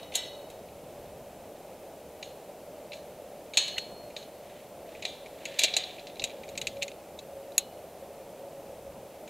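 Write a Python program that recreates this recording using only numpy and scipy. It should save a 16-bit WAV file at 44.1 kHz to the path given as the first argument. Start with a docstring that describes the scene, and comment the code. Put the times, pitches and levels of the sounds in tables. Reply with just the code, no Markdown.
"""High on a steel lattice mast, an arm's length from a climber rearranging his gear.
A scaffold hook, a snap hook and carabiners knock and ring, and a spring gate snaps shut: each contact
is a brief clack followed by the wavering modes of the metal. Hooks scrape, small parts tick, rope rubs.
The microphone is a small camera's, inside a closed case that colours the clacks; wind hums in the
hollow of the case and buffets it, over the camera's own hiss."""
import sys
import numpy as np
from scipy import signal
from scipy.fft import rfft, irfft, next_fast_len
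from scipy.io import wavfile
from scipy.ndimage import uniform_filter1d

SR = 44100
rng = np.random.default_rng(int(sys.argv[2]) if len(sys.argv) > 2 else 0)


def master_out(mix):
    """Clip the mix to full scale and print it as 16-bit PCM to the path in sys.argv[1]."""
    frames = np.transpose(np.atleast_2d(mix))
    ceiling = np.clip(frames, -1, 1)
    pcm = np.round(ceiling * 32767).astype(np.int16)
    wavfile.write(sys.argv[1], SR, pcm)


N = 409688
TIME = np.arange(N) / SR

# Knocks on each piece (the carabiner's list also holds one clink at 5.05 s from another piece, here rung with
# the carabiner's modes): start_s, clack_db, low_mid_tint_db, treble_tint_db, relative_ring_db
SCAFFOLD_HOOK_HITS = [(0.0293, -49, -8, -5, -67), (0.1206, -47, 20, -9, -46), (0.139, -48, -2, -12, -35.5),
                      (0.1496, -35, 1, -7, -30.5), (0.1537, -23, -14, 9, -34), (0.5008, -53, 20, 16, -53)]
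SNAP_HOOK_HITS = [(2.2273, -37, 1, -10, -46.5), (2.9188, -41.5, 7, -17, -64), (2.9322, -40, 6, -13, -48.5),
                  (3.5359, -41, 14, -9, -41), (3.5718, -16.5, -1.5, 0.5, -24), (3.68, -33.5, -2, 2, -49),
                  (3.7813, -30.5, 1, 0, -44.5), (4.1016, -53, 18, -3, -69), (4.1644, -35.5, 5, -19, -45.5),
                  (4.2268, -47, -5, -5, -70)]
CARABINER_HITS = [(4.9492, -46, 25, -2, -58), (5.024, -37, 17, -2, -42), (5.0515, -28, 7, -1.5, -36.5),
                  (5.2599, -46, 19, -7, -58), (5.454, -32, 10.5, 3, -44), (5.5882, -28, -10, -3, -37),
                  (5.5912, -19.5, 8, 7, -25.5), (5.6168, -28.5, 11, 4, -39), (5.6353, -17.5, 1, 3, -36.5),
                  (5.644, -21, 3, -4, -40), (5.6815, -34, 16, 0, -47), (5.7385, -27.5, -8, -11, -39),
                  (5.7663, -19, -2, 2.5, -30.5), (5.8381, -33, -4, -10, -52), (5.9938, -46, 3, -10, -54),
                  (6.0696, -43.5, -4, -9, -50), (6.1958, -32.5, -10, -10, -55), (6.2198, -35.5, 9, -1, -64),
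                  (6.2397, -24.5, 0.5, 3.5, -43.5), (6.4343, -47, 21, 0, -61), (6.4896, -45, 4, 5, -67),
                  (6.5765, -30.5, 3, 3.5, -66), (6.6144, -31, 5, 3, -48), (6.67, -26, 5, 2, -45.5),
                  (6.8224, -28, 2, -4, -52), (6.8284, -29, 9, 4.5, -56), (6.8808, -38.5, 11, 2, -56),
                  (7.1896, -40.5, -5, -1.5, -64), (9.2763, -48.5, 12, 5, -67)]
GATE_HITS = [(7.5203, -53.5, -4, 1, -65), (7.5799, -15.5, 0, 10.9, -31.5)]  # eased open, then let snap shut
# Modes each piece rings with (the carabiner's list also holds the low 735 Hz ring of the steel mast it knocks
# against): pitch_hz, relative_db, t60_s
SCAFFOLD_HOOK_RING = [(950, -17, .6), (1530, -20, .5), (1978, -9, .7), (2061, -14, .6), (2330, -10, .5),
                      (2764, -8, .3), (2960, -2, .75), (3197, -8, .35), (3410, -7, .5), (3566, -2, .3),
                      (3768, -5, .6), (3832, 0, .7), (3908, -6, .5), (4215, -10, .6), (4290, -8, .7),
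                      (5377, -14, .6), (5987, -15, .55), (6472, -3, .45), (7657, -8, .32), (9070, -13, .42),
                      (9357, -11, .3), (9523, -13, .38), (11260, -17, .3)]
SNAP_HOOK_RING = [(2293, -13, .65), (2600, -17, .5), (2955, -7, .85), (3030, -11, .7), (3391, -10, .55),
                  (3623, -2, .36), (3774, -4, .42), (3860, -5, .38), (4086, -8, .55), (4184, -5, .45),
                  (4215, -4, .75), (4280, -1, 1.05), (4818, -15, .5), (6218, -7, .38), (6363, -10, .5),
                  (6589, 0, .3), (6735, -9, .45), (6837, -9, .45), (6950, -9, .35), (7750, -17, .4),
                  (8053, -9, .3), (8950, -18, .3), (10210, -18, .32)]
CARABINER_RING = [(410, -18, .3), (735, -9, 1.1), (2016, -13, .6), (2069, -13, .6), (2277, -13, .5),
                  (2379, -6, .6), (2476, -10, .3), (2742, -9, .45), (2927, -10, .5), (3105, -10, .25),
                  (3250, -9, .45), (3383, -2, .55), (3601, 0, .55), (3776, -4, .4), (3940, 0, .48),
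                  (4165, -6, .5), (4376, -11, .4), (4805, -9, .4), (5567, -13, .4), (6217, -13, .35),
                  (6595, -5, .33), (7054, -13, .3), (8026, -13, .28)]
GATE_RING = [(2950, -18, 0.64), (4200, -17, 0.67), (3500, -18, .2), (4000, 0, 0.12), (3930, -9, 0.26),
             (6940, -6, .05), (7600, -13, 0.092), (11200, 12, 0.036)]
# Spectrum of a clack heard through the case: frequency_hz, relative_db
CLACK_SPECTRUM = [(60, -54), (400, -11), (750, -7), (1300, -36.5), (1750, -15.5), (2400, -1), (3300, -7),
                  (3950, 5.5), (4500, -6), (5200, -13), (6700, -4.5), (8000, -12.5), (9800, -23.5),
                  (12000, -24.5), (15500, -41)]
# Sharp resonances of the case: centre_hz, width_hz, gain_db
CASE_RESONANCES = [(2660, 73, 5), (4040, 87, 1.5), (6690, 100, 7), (11040, 340, -2)]
# Faint crowd of overtones from the linked gear: frequency_hz, relative_db
JANGLE_SPECTRUM = [(1200, -7), (2000, -12.5), (2600, -1.5), (4100, 6.5), (4900, -11.5), (6600, -8.5),
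                   (9000, -16), (14000, -29)]
# Metal sliding on metal: start_s, length_s, start_hz, end_hz, width_hz, relative_db
HOOK_SLIDES = [(3.746, 0.041, 1480, 2900, 87, -38), (3.775, 0.011, 2664, 2880, 83, -17),
               (5.976, 0.014, 2420, 2600, 200, -39), (6.811, 0.01, 2330, 3570, 603, -33)]
# Spells of sorting small parts: start_s, end_s, ticks_per_s, level_db
SORTING_SPELLS = [(0, 1.201, 4, -56), (5.402, 6.949, 14, -49)]
# Wind rush heard through the case: frequency_hz, relative_db
RUSH_SPECTRUM = [(15, -71), (25, -17), (48, -28), (75, -13.5), (102, -18), (195, -10.5), (240, -13),
                 (316, -10.5), (350, -10), (394, -8), (595, -2), (743, -8), (810, -11), (1050, -20.5),
                 (1500, -29), (1950, -54), (3300, -120)]
# Pitch of the hum in the hollow of the case: time_s, pitch_hz
HUM_PITCH_CURVE = [(0, 570), (4.4, 590.6), (5.5, 560.7), (9.29, 549.5)]
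# Strength of that hum: time_s, relative_db
HUM_LEVEL_CURVE = [(0, -55), (1.5, -61), (2.85, -51), (4.05, -49), (4.8, -56), (5.5, -44), (6.0, -56),
                   (6.8, -42), (7.15, -57), (7.45, -42.5), (7.7, -55), (8.4, -44), (9.29, -55.5)]
# Gusts against the case: middle_s, length_s, relative_peak_db
WIND_GUSTS = [(1.05, 1.6, -61.5), (6.23, .14, -58), (6.65, 0.58, -57), (8.92, 0.44, -60.5)]
# Strokes of rope and webbing: middle_s, length_s, peak_db
ROPE_RUBS = [(1.02, 0.44, -75), (4.53, 0.29, -64), (4.95, 0.23, -58), (5.65, 0.74, -48.5), (6.45, .9, -65)]
# Spectra of buffeting, rope, shared hiss and left-right hiss: frequency_hz, relative_db
BUFFET_SPECTRUM = [(12, -12), (45, -1.5), (110, 1.0), (250, -1.0), (900, -68)]
ROPE_SPECTRUM = [(900, -29.5), (1700, 0.5), (2500, 2.5), (4000, -1.5), (5200, -14), (7000, -9.5),
                 (12000, -32)]
HISS_SPECTRUM = [(760, -17.5), (1300, -3.5), (1500, -4.5), (2550, -3), (3310, -7.5), (5730, -8.5),
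                 (10500, -8), (11600, -7.5), (15500, -11.5)]
SIDE_HISS_SPECTRUM = [(600, -40), (2000, -19.5), (6000, 2.5), (12000, 2.5), (15500, 2.5)]


def gear(knocks, modes, ring_db, jangle_db, jangle_t60, chatter_s, lowest_hz, already_ringing_db=-120):
    """Knocked steel at arm's length clacks and rings; gripped, it rings quietly, briefly, less purely."""
    hard_knock_db, chatter_step_db = -26.5, 12.5
    scatter_db, wash_db, grip_t60 = 3, -10, 1.0
    out = np.zeros(N)
    t = np.arange(int(.9 * SR)) / SR
    hz, db, t60 = with_jangle(modes, jangle_db, jangle_t60)
    partials = swinging_partials(t, hz, t60)
    # an earlier touch leaves only the long modes sounding
    add(out, 0, undb(already_ringing_db) * undb(db) @ (partials * (t60[:, None] > .5)))
    for start_s, clack_db, low_mid_db, treble_db, knock_ring_db in knocks:
        grip = np.clip((-35 - knock_ring_db) / 20, 0, 1)  # 0 hanging free, 1 held tight
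        # every point of contact weights the modes differently
        mode_db = db * (1 - .7 * grip) + (.3 + grip) * scatter_db * rng.standard_normal(len(hz))
        weights = undb(mode_db) * rng.choice([-1, 1], len(hz))
        # overtones too crowded to tell apart blend into a wash
        wash = unit(colour(rng.standard_normal(len(t)), JANGLE_SPECTRUM)) * fade(t, jangle_t60)
        ring = weights @ partials / np.sqrt(np.sum(weights ** 2) / 2) + undb(wash_db) * wash
        add(out, start_s, undb(knock_ring_db + ring_db) * ring * fade(grip * t, grip_t60))
        # hard knocks chatter longer
        clack_t60 = chatter_s * (1.5 + max(clack_db - hard_knock_db, 0) / chatter_step_db)
        add(out, start_s, undb(clack_db) * clack(low_mid_db, treble_db, clack_t60))
    # small metal parts radiate no bass
    return signal.sosfilt(signal.butter(2, lowest_hz, "high", fs=SR, output="sos"), out)


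def clack(low_mid_db, treble_db, t60, rattle_db=-22, rattle_t60=0.089):
    """Metal chatters on metal for an instant and the case around the microphone rattles on briefly."""
    t = np.arange(SR // 6) / SR
    burst = rng.standard_normal(len(t)) * (fade(t, t60) + undb(rattle_db) * fade(t, rattle_t60))
    hz, db = np.transpose(CLACK_SPECTRUM)
    # each knock has its own low-middle and treble tint
    tint_db = [0, low_mid_db, 0, 0, treble_db, 2.08 * treble_db]
    db = db + np.interp(hz, [1000, 2300, 3500, 5200, 6700, 12000], tint_db)
    sound = colour(burst, np.transpose([hz, db]), CASE_RESONANCES)
    return sound / np.std(sound[:int(.006 * SR)])  # the first 6 ms set the level


def swinging_partials(t, hz, t60, flutter_depth=0.47, waver_rad_per_khz=0.22):
    """A swinging piece turns its faces to and fro, so each dying partial wavers in level and phase."""
    flutter_hz, offset = rng.uniform([4, 0], [22, 2 * np.pi], (len(hz), 2)).T
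    turn = np.float32(np.outer(2 * np.pi * flutter_hz, t) + offset[:, None])
    waver = waver_rad_per_khz * hz[:, None] / 1000 * np.sin(np.sqrt(2) * turn)
    tones = np.sin(np.float32(np.outer(2 * np.pi * hz, t) + waver))
    return tones * (1 + flutter_depth * np.sin(turn)) * fade(t, t60[:, None])


def with_jangle(modes, jangle_db, jangle_t60, count=110):
    """The linked gear adds many weak modes to a piece's own; the high ones die sooner."""
    hz = np.geomspace(1600, 13000, count) * np.exp(rng.uniform(-.01, .01, count))
    db = np.interp(hz, *np.transpose(JANGLE_SPECTRUM)) + jangle_db
    t60 = jangle_t60 * (3500 / hz) ** 0.3
    return np.vstack([modes, np.transpose([hz, db, t60])]).T


def scrapes():
    """A hook slides and chirps upward, growing louder until it seats."""
    out = np.zeros(N)
    for start_s, length_s, start_hz, end_hz, width_hz, db in HOOK_SLIDES:
        travel = np.linspace(0, 1, int(length_s * SR))
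        hz = start_hz + (end_hz - start_hz) * travel ** 2
        friction = unit(uniform_filter1d(rng.standard_normal(len(travel)), int(SR / width_hz / 2)))
        swell = travel ** 2 * signal.windows.tukey(len(travel), .2)
        add(out, start_s, undb(db) * swell * friction * np.sin(2 * np.pi * np.cumsum(hz) / SR))
    return out


def ticks(spread_db=3):
    """Buckles and gates touch at random, too softly to ring."""
    out = np.zeros(N)
    for start_s, end_s, ticks_per_s, db in SORTING_SPELLS:
        length_s = end_s - start_s
        for when, strength in rng.random((int(length_s * ticks_per_s), 2)):
            tick = clack(low_mid_db=9, treble_db=-3, t60=0.022)
            add(out, start_s + when * length_s, undb(db + spread_db * (2 * strength - 1)) * tick)
    return out


def rope(grain_db=2.0, handling_db=-66):
    """Fibres catch and slip in tiny uneven grains: strokes of rope above steady light handling."""
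    grains = rng.standard_normal(N) * undb(grain_db * drift(90))
    return unit(colour(grains, ROPE_SPECTRUM)) * swells(ROPE_RUBS, handling_db)


def wind(rush_db=-46.5, hum_trim_db=-3, buffet_trim_db=2, drone_db=-73):
    """Wind on the camera case: a dull rush, a hum in its hollow, low buffeting and a faint drone."""
    rush = unit(colour(rng.standard_normal(N), RUSH_SPECTRUM)) * undb(rush_db + .5 * drift(4.1))
    hum_hz = np.interp(TIME, *np.transpose(HUM_PITCH_CURVE))
    hum_db = np.interp(TIME, *np.transpose(HUM_LEVEL_CURVE)) + hum_trim_db
    hum = narrow_tone(hum_hz, width_hz=9) * undb(hum_db)
    gusting = swells(WIND_GUSTS, base_db=-69) * undb(buffet_trim_db)
    buffet = unit(colour(rng.standard_normal(N), BUFFET_SPECTRUM)) * gusting
    drone = narrow_tone(hz=76, width_hz=2.8) * undb(drone_db)
    return rush + hum + buffet + drone


def narrow_tone(hz, width_hz):
    """A tone whose strength and phase wander, like a resonance driven by turbulence."""
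    phase = 2 * np.pi * np.cumsum(hz * np.ones(N)) / SR
    return unit(drift(width_hz) * np.cos(phase) + drift(width_hz) * np.sin(phase))


def swells(events, base_db):
    """Gain that rests at base_db; each event adds a smooth rise and fall."""
    return undb(base_db) + sum(undb(db) * np.cos(np.pi * np.clip((TIME - s) / length_s, -.5, .5)) ** 2
                               for s, length_s, db in events)


def drift(rate_hz):
    """Smooth random motion of rms 1, about rate_hz fast."""
    hz = np.arange(N // 2 + 1) * SR / N
    return unit(irfft(rfft(rng.standard_normal(N)) / (1 + (hz / rate_hz) ** 2), N))


def colour(x, spectrum, peaks=()):
    """Filter by a spectrum outline plus resonant bumps; causal, so attacks stay sharp."""
    size = next_fast_len(len(x) + 2048) * 2
    hz = np.arange(size // 2 + 1) * SR / size + 1
    outline_hz, outline_db = np.transpose(spectrum)
    db = np.interp(np.log(hz), np.log(outline_hz), outline_db)
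    db += sum(gain_db / (1 + (2 * (hz - centre) / width) ** 2) for centre, width, gain_db in peaks)
    # folding the cepstrum gives minimum phase
    cepstrum = irfft(np.log(undb(db)), size)
    cepstrum[1:size // 2] *= 2
    cepstrum[size // 2 + 1:] = 0
    return irfft(rfft(x, size) * np.exp(rfft(cepstrum)), size)[:len(x)]


def fade(t, t60):
    """Exponential decay of 60 dB in t60 seconds."""
    return np.exp(-np.log(1000) * t / np.maximum(t60, 1e-3))


def add(track, start_s, sound):
    """Mix a sound into the track from start_s on."""
    start = int(np.clip(start_s * SR, 0, N - 1))
    track[start:start + len(sound)] += sound[:N - start]


def undb(db):
    """Decibels to gain."""
    return 10 ** (np.asarray(db) / 20)


def unit(x):
    """Scale to rms 1."""
    return x / np.sqrt(np.mean(x ** 2) + 1e-20)


def scene():
    """All sources reach the microphone through the case, the same on both channels."""
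    metal = gear(SCAFFOLD_HOOK_HITS, SCAFFOLD_HOOK_RING, ring_db=-4, jangle_db=-15.5, jangle_t60=0.5,
                 chatter_s=0.037, lowest_hz=300, already_ringing_db=-53)
    metal += gear(SNAP_HOOK_HITS, SNAP_HOOK_RING, ring_db=-2, jangle_db=-15, jangle_t60=0.61,
                  chatter_s=0.025, lowest_hz=304)
    metal += gear(CARABINER_HITS, CARABINER_RING, ring_db=-4, jangle_db=-18, jangle_t60=0.74,
                  chatter_s=0.025, lowest_hz=230)
    metal += gear(GATE_HITS, GATE_RING, ring_db=2.5, jangle_db=-28, jangle_t60=0.17,
                  chatter_s=0.0078, lowest_hz=800)
    return np.tile(metal + ticks() + scrapes() + wind() + rope(), (2, 1))


def record(dry, hiss_db=-58.5, side_db=-65, whine_db=-72, whine_hz=11990, top_hz=15600):
    """Microphone hiss and a thin electronic whine join the sound, and the very top is cut."""
    hiss = unit(colour(rng.standard_normal(N), HISS_SPECTRUM)) * undb(hiss_db)
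    # a faint, high hiss spreads slightly between left and right
    side = unit(colour(rng.standard_normal(N), SIDE_HISS_SPECTRUM)) * undb(side_db)
    whine = undb(whine_db) * (np.sin(2 * np.pi * whine_hz * TIME) + .4 * narrow_tone(whine_hz, 15))
    sound = dry + hiss + whine + side * np.array([[1], [-1]])
    return signal.sosfilt(signal.ellip(8, .2, 70, top_hz, fs=SR, output="sos"), sound)


dry = scene()
out = record(dry)
master_out(out)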